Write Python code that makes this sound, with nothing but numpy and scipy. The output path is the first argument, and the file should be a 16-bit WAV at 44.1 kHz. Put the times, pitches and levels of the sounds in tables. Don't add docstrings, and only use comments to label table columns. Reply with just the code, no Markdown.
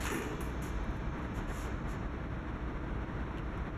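import sys
import numpy as np
from scipy import signal
from scipy.fft import rfft, irfft
from scipy.io import wavfile

SR = 44100
rng = np.random.default_rng(int(sys.argv[2]) if len(sys.argv) > 2 else 0)


def generate_wav(sig):
    pcm = np.round(np.clip(np.atleast_2d(sig).T, -1, 1) * 32767).astype(np.int16)
    wavfile.write(sys.argv[1], SR, pcm)


N = 166257

# start in seconds, knock level in dB on top of KNOCK_DB,
# bright tick level in dB on top of TICK_DB, first snap level in dB on top of SNAP_DB.
PAWL_KNOCKS = [(0.016, -25, -16, -23), (0.039, -14, -4, -12), (0.054, -2, -11, -10), (0.067, -8, -15, -14),
               (0.102, -4.5, -8, -10), (0.1202, -11, 0, 3), (0.1424, -8, -0.5, 7), (0.22, -10.5, -21, -25),
               (0.24, -18, -16, -16), (0.407, -13, -4.5, 2), (0.6225, -17, -11, -5),
               (1.347, -23, -20.5, -25)]
KNOCK_DB, KNOCK_T60_S = -37.5, 0.58
TICK_DB, TICK_T60_S = -45, 0.309
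CRACK_DB, CRACK_T60_S = 5.5, 0.033
SNAP_DB, SNAP_T60_S = -43.5, 0.0138
CLATTER_DB, CLATTER_RATE_HZ = 1.2, 90
# frequency in Hz, relative level in dB.
KNOCK_COLOUR = [(200, -6), (600, -9), (1000, 0), (1600, 0.5), (2500, -3), (3300, -15), (4300, -23),
                (7000, -12), (14000, -58)]
TICK_COLOUR = [(1000, -32), (4000, -26), (7000, -6), (10500, 6.5), (12000, 5), (14000, 2.5)]
STEEL_GRAIN_HZ, STEEL_RIPPLE_DB = 44.86, 3

BAR_MODE_HZ = [935, 1165, 1238, 1906, 2003, 2183, 2348, 2580, 2650, 2821, 2890, 3427, 6240, 6541, 6971,
               7122, 11538]
# level in dB on top of BARS_DB, T60 in seconds.
BAR_MODE_RING = [(6.5, 1.2), (2, 1.2), (-1.5, 0.43), (2, 1.8), (-1.5, 0.55), (2, 0.29), (-5, 16), (-6, .7),
                 (-4, 2.2), (0, 1.5), (-2, .5), (-4, 1.4), (-16, 5.7), (-20, 4.4), (-14, 1.4), (-17, 2),
                 (-10, 0.87)]
# frequency in Hz, relative level in dB.
SHIMMER_COLOUR = [(2000, -20), (3400, 5.5), (4500, -4), (6500, -2.5), (7500, -14), (9000, -41),
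                  (14000, -39)]
BARS_DB, SHIMMER_DB, SHIMMER_T60_S = -57.5, -63.5, 7.45
RING_FLUTTER_DB, RING_FLUTTER_RATE_HZ, RING_SMEAR_RAD = 2, 14, 0.5

# start in seconds, level in dB on top of BOX_DB and THUD_DB.
BOX_CLUNKS = [(0.106, -3.5), (0.116, -0.5), (0.165, -7.5), (0.247, -6), (0.324, -13)]
# frequency in Hz, relative level in dB, T60 in seconds.
BOX_MODES = [(229, 2, 0.6), (249.2, 1, 0.59), (302.4, 1, 0.83), (350, -2, 0.73), (404, -1.5, 1.1),
             (426.8, -2.5, 1.7), (463, -4.5, 1.1)]
# frequency in Hz, relative level in dB.
THUD_COLOUR = [(60, -25), (200, -5), (340, -0.5), (490, -7.5), (620, -21), (900, -15), (3000, -47.5)]
BOX_DB, THUD_DB, THUD_T60_S = -43.5, -39.5, 1

# frequency in Hz, relative level in dB.
DRAG_COLOUR = [(400, 1.5), (1500, 5), (3500, -1.5), (5500, -7), (7000, -1.5), (8500, -10), (11000, -6.5),
               (14000, -17)]
DRAG_START_S, DRAG_LENGTH_S, DRAG_DB = 0.0, 0.081, -42.5
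DRAG_ATTACK_S, DRAG_RELEASE_S = 0.0079, 0.0086
CHATTER_HZ, CHATTER_WANDER_DB, CHATTER_DEPTH_DB = 142, 3.5, 2.5

RATTLE_START_S, RATTLE_LENGTH_S, RATTLE_PER_S = 0.74, 0.27, 60
RATTLE_DB, RATTLE_SPREAD_DB = -78, 1

# start in seconds, level in dB, clink in dB on top of that level.
LOOSE_TAPS = [(0.841, -64, -8), (0.9061, -71, -5), (0.969, -68, 3), (1.1853, -72, -4),
              (3.3736, -66.5, 16.5), (3.3836, -66.5, 21), (3.394, -77, 24), (3.5755, -66, -2.5)]
# frequency in Hz, relative level in dB.
TAP_COLOUR = [(1000, -1), (3000, 4.5), (4500, -4), (7000, -2), (11000, -3), (14000, -7)]
# frequency in Hz, relative level in dB, T60 in seconds.
CLINK_MODES = [(2790, -2, 0.026), (2980, -1, 0.0156), (3210, -14, 0.012)]
TAP_T60_S, TAP_CRACK_DB, TAP_CRACK_T60_S = 0.0395, 5, 0.011

# start in seconds, length in seconds, attack in seconds, level in dB,
# treble tilt in dB per octave above about 1 kHz.
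SHOE_SCUFFS = [(0.614, 0.11, 0.014, -52.5, 0.5), (0.93, 0.07, .04, -70, 8), (1.165, .045, .022, -72, 8),
               (1.21, 0.067, 0.016, -69, 1), (1.333, 0.077, 0.0374, -53.5, -2.5),
               (1.39, .07, .025, -71, -4.5), (1.467, 0.044, 0.0326, -54.5, -2.5),
               (1.478, 0.222, .11, -51, -0.5), (1.871, 0.1, 0.0356, -53.5, -2.5)]
# frequency in Hz, relative level in dB.
SCUFF_COLOUR = [(300, -30), (1000, 6.5), (2200, 1.5), (3200, -2), (4500, -7), (6000, -1.5), (7000, 3),
                (8300, -7.5), (11000, -2.5), (14000, -8)]
ROOM_COLOUR = [(200, 14), (3000, 6), (6500, 1), (10000, -12), (14000, -18)]
SCUFF_JUDDER_DB, SCUFF_JUDDER_RATE_HZ, SCUFF_ARCH_POWER = 0.1, 130, 1.36
GRIT_PER_S, GRIT_SPREAD_DB = 9900, 0.6
SCUFF_ROOM_DB, ROOM_T60_S = -4, 0.71

# frequency in Hz, relative level in dB per Hz.
RUMBLE_COLOUR = [(15, -14), (28, -10.5), (40, 4), (58, 1), (76, -4.5), (125, -4), (200, -7.5), (300, -11),
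                 (440, -14.5), (600, -19.5), (780, -20), (950, -18), (1500, -20.5), (2000, -26),
                 (3100, -37.5), (3800, -39.5), (4500, -49), (5800, -48.5), (8000, -59), (11500, -61.5),
                 (14000, -67)]
# frequency in Hz, rms level in dB.
MACHINE_HUM = [(61, -45), (301, -54), (324.5, -56), (649, -63.5)]
RUMBLE_DB, SWELL_DB, FLICKER_DB = -38.5, 0.37, 0.98
HUM_WAVER_DB, HUM_DRIFT = 1, 0.00406

# centre in Hz, width in Hz.
TREBLE_DIPS = [(4860, 420), (9080, 810), (13300, 1170)]
DIP_DEPTH_DB, TOP_HZ = 26, 14250


def undb(db):
    return 10 ** (np.asarray(db) / 20)


def unit(x):
    return x / np.sqrt(np.mean(x ** 2))


def colour(x, points, tilt_db=0):
    octave = np.log2(np.maximum(np.fft.rfftfreq(len(x), 1 / SR), 1))
    hz, db = np.array(points, float).T
    shape = np.interp(octave, np.log2(hz), db) + tilt_db * np.maximum(octave - 10, 0)
    return irfft(rfft(x) * undb(shape), len(x))


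def noise(points):
    return unit(colour(rng.standard_normal(N), points))


def fade(start, t60):
    age = np.arange(N) / SR - start
    return (age >= 0) * np.exp(-np.log(1000) * np.maximum(age, 0) / t60)


def stroke(start, length, attack, release):
    age = np.arange(N) / SR - start
    return np.clip(age / attack, 0, 1) * np.exp(-np.maximum(age - length, 0) / release)


def swell(start, length, attack):
    age = np.arange(N) / SR - start
    place = np.interp(age, [0, attack, max(length, attack)], [0, 1, 2])
    return np.maximum(place * (2 - place), 0) ** SCUFF_ARCH_POWER


def walk(rate):
    knots = signal.resample(rng.standard_normal(int(2 * rate * N / SR) + 2), 4096)
    place = np.linspace(0, len(knots) - 1, N)
    return unit(np.interp(place, np.arange(len(knots)), knots))


def ring(modes, hits):
    push = np.zeros(N)
    for start, db, *_ in hits:
        push[int(start * SR)] += undb(db) ** 2
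    out = np.zeros(N)
    for hz, db, t60 in modes:
        keep_per_sample = np.exp(-2 * np.log(1000) / (t60 * SR))
        energy = signal.lfilter([1], [1, -keep_per_sample], push + 1e-24)
        smear = RING_SMEAR_RAD * walk(RING_FLUTTER_RATE_HZ)
        phase = 2 * np.pi * hz * np.arange(N) / SR + smear
        level = undb(db + RING_FLUTTER_DB * walk(RING_FLUTTER_RATE_HZ))
        out += np.sqrt(energy) * level * np.sin(phase)
    return out


def grit(points, tilt_db=0):
    moments = rng.random(N) < GRIT_PER_S / SR
    sizes = rng.standard_normal(N) * undb(GRIT_SPREAD_DB * rng.exponential(size=N))
    return unit(colour(moments * sizes, points, tilt_db))


def steel(x):
    ripple = signal.resample(rng.standard_normal(int(SR / 2 / STEEL_GRAIN_HZ)), N // 2 + 1)
    return unit(irfft(rfft(x) * undb(STEEL_RIPPLE_DB * ripple), N))


def pawl():
    knock_energy = sum((undb(db) * fade(start, KNOCK_T60_S)) ** 2 for start, db, _, _ in PAWL_KNOCKS)
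    tick_energy = sum((undb(db) * fade(start, TICK_T60_S)) ** 2 for start, _, db, _ in PAWL_KNOCKS)
    clatter = undb(KNOCK_DB) * np.sqrt(knock_energy) * steel(noise(KNOCK_COLOUR))
    clatter += undb(TICK_DB) * np.sqrt(tick_energy) * steel(noise(TICK_COLOUR))
    clatter *= undb(CLATTER_DB * walk(CLATTER_RATE_HZ))
    crack_shape = sum(undb(db) * fade(start, CRACK_T60_S) for start, db, _, _ in PAWL_KNOCKS)
    cracks = undb(KNOCK_DB + CRACK_DB) * crack_shape * noise(KNOCK_COLOUR)
    snap_shape = sum(undb(db) * fade(start, SNAP_T60_S) for start, _, _, db in PAWL_KNOCKS)
    snaps = undb(SNAP_DB) * snap_shape * noise(TICK_COLOUR)
    return clatter + cracks + snaps


def bars():
    modes = [(hz, db, t60) for hz, (db, t60) in zip(BAR_MODE_HZ, BAR_MODE_RING)]
    energy = sum((undb(db) * fade(start, SHIMMER_T60_S)) ** 2 for start, db, _, _ in PAWL_KNOCKS)
    shimmer = noise(SHIMMER_COLOUR) * np.sqrt(energy)
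    return undb(BARS_DB) * ring(modes, PAWL_KNOCKS) + undb(SHIMMER_DB) * shimmer


def head_box():
    thud = sum(undb(db) * fade(start, THUD_T60_S) * noise(THUD_COLOUR) for start, db in BOX_CLUNKS)
    return undb(BOX_DB) * ring(BOX_MODES, BOX_CLUNKS) + undb(THUD_DB) * thud


def drag():
    slip_rate = CHATTER_HZ * undb(CHATTER_WANDER_DB * walk(CHATTER_HZ / 2))
    slips = np.cumsum(slip_rate) / SR
    chatter = unit(undb(-CHATTER_DEPTH_DB * (slips % 1)))
    contact = stroke(DRAG_START_S, DRAG_LENGTH_S, DRAG_ATTACK_S, DRAG_RELEASE_S)
    return undb(DRAG_DB) * chatter * grit(DRAG_COLOUR) * contact


def rattle():
    age = np.arange(N) / SR - RATTLE_START_S
    coasting = (age > 0) * (age < RATTLE_LENGTH_S)
    contacts = (rng.random(N) < RATTLE_PER_S / SR) * coasting
    sizes = undb(RATTLE_DB + RATTLE_SPREAD_DB * rng.standard_normal(N))
    shape = signal.fftconvolve(contacts * sizes, fade(0, TAP_T60_S))[:N]
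    return shape * noise(TICK_COLOUR)


def taps():
    t = np.arange(N) / SR
    shape, clinks = np.zeros(N), np.zeros(N)
    for start, db, clink_db in LOOSE_TAPS:
        crack = undb(TAP_CRACK_DB) * fade(start, TAP_CRACK_T60_S)
        shape += undb(db) * (fade(start, TAP_T60_S) + crack)
        for hz, mode_db, t60 in CLINK_MODES:
            tone = np.sin(2 * np.pi * hz * (t - start))
            clinks += undb(db + clink_db + mode_db) * fade(start, t60) * tone
    return noise(TAP_COLOUR) * shape + clinks


def shoes():
    scuffs = np.zeros(N)
    for start, length, attack, db, tilt in SHOE_SCUFFS:
        scuffs += undb(db) * grit(SCUFF_COLOUR, tilt) * swell(start, length, attack)
    scuffs *= undb(SCUFF_JUDDER_DB * walk(SCUFF_JUDDER_RATE_HZ))
    hall = noise(ROOM_COLOUR) * fade(0.015, ROOM_T60_S)
    tail = signal.fftconvolve(scuffs, hall / np.linalg.norm(hall))[:N]
    return scuffs + undb(SCUFF_ROOM_DB) * tail


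def workshop():
    level = RUMBLE_DB + SWELL_DB * walk(0.62) + FLICKER_DB * walk(17)
    background = noise(RUMBLE_COLOUR) * undb(level)
    for hz, db in MACHINE_HUM:
        pitch = hz * (1 + HUM_DRIFT * walk(3.87))
        phase = 2 * np.pi * np.cumsum(pitch) / SR
        background += np.sqrt(2) * undb(db + HUM_WAVER_DB * walk(3.4)) * np.sin(phase)
    return background


def scene():
    turnstile = pawl() + bars() + head_box() + drag() + rattle() + taps()
    return (turnstile + shoes() + workshop())[None]


def record(dry):
    hz = np.fft.rfftfreq(2 * N, 1 / SR)
    dips = sum(np.exp(-np.abs(2 * (hz - centre) / width) ** 3) for centre, width in TREBLE_DIPS)
    heard = irfft(rfft(dry, 2 * N) * undb(-DIP_DEPTH_DB * dips))[:, :N]
    top_cut = signal.ellip(12, 0.2, 80, TOP_HZ, fs=SR, output="sos")
    return signal.sosfilt(top_cut, heard)


dry = scene()
out = record(dry)
generate_wav(out)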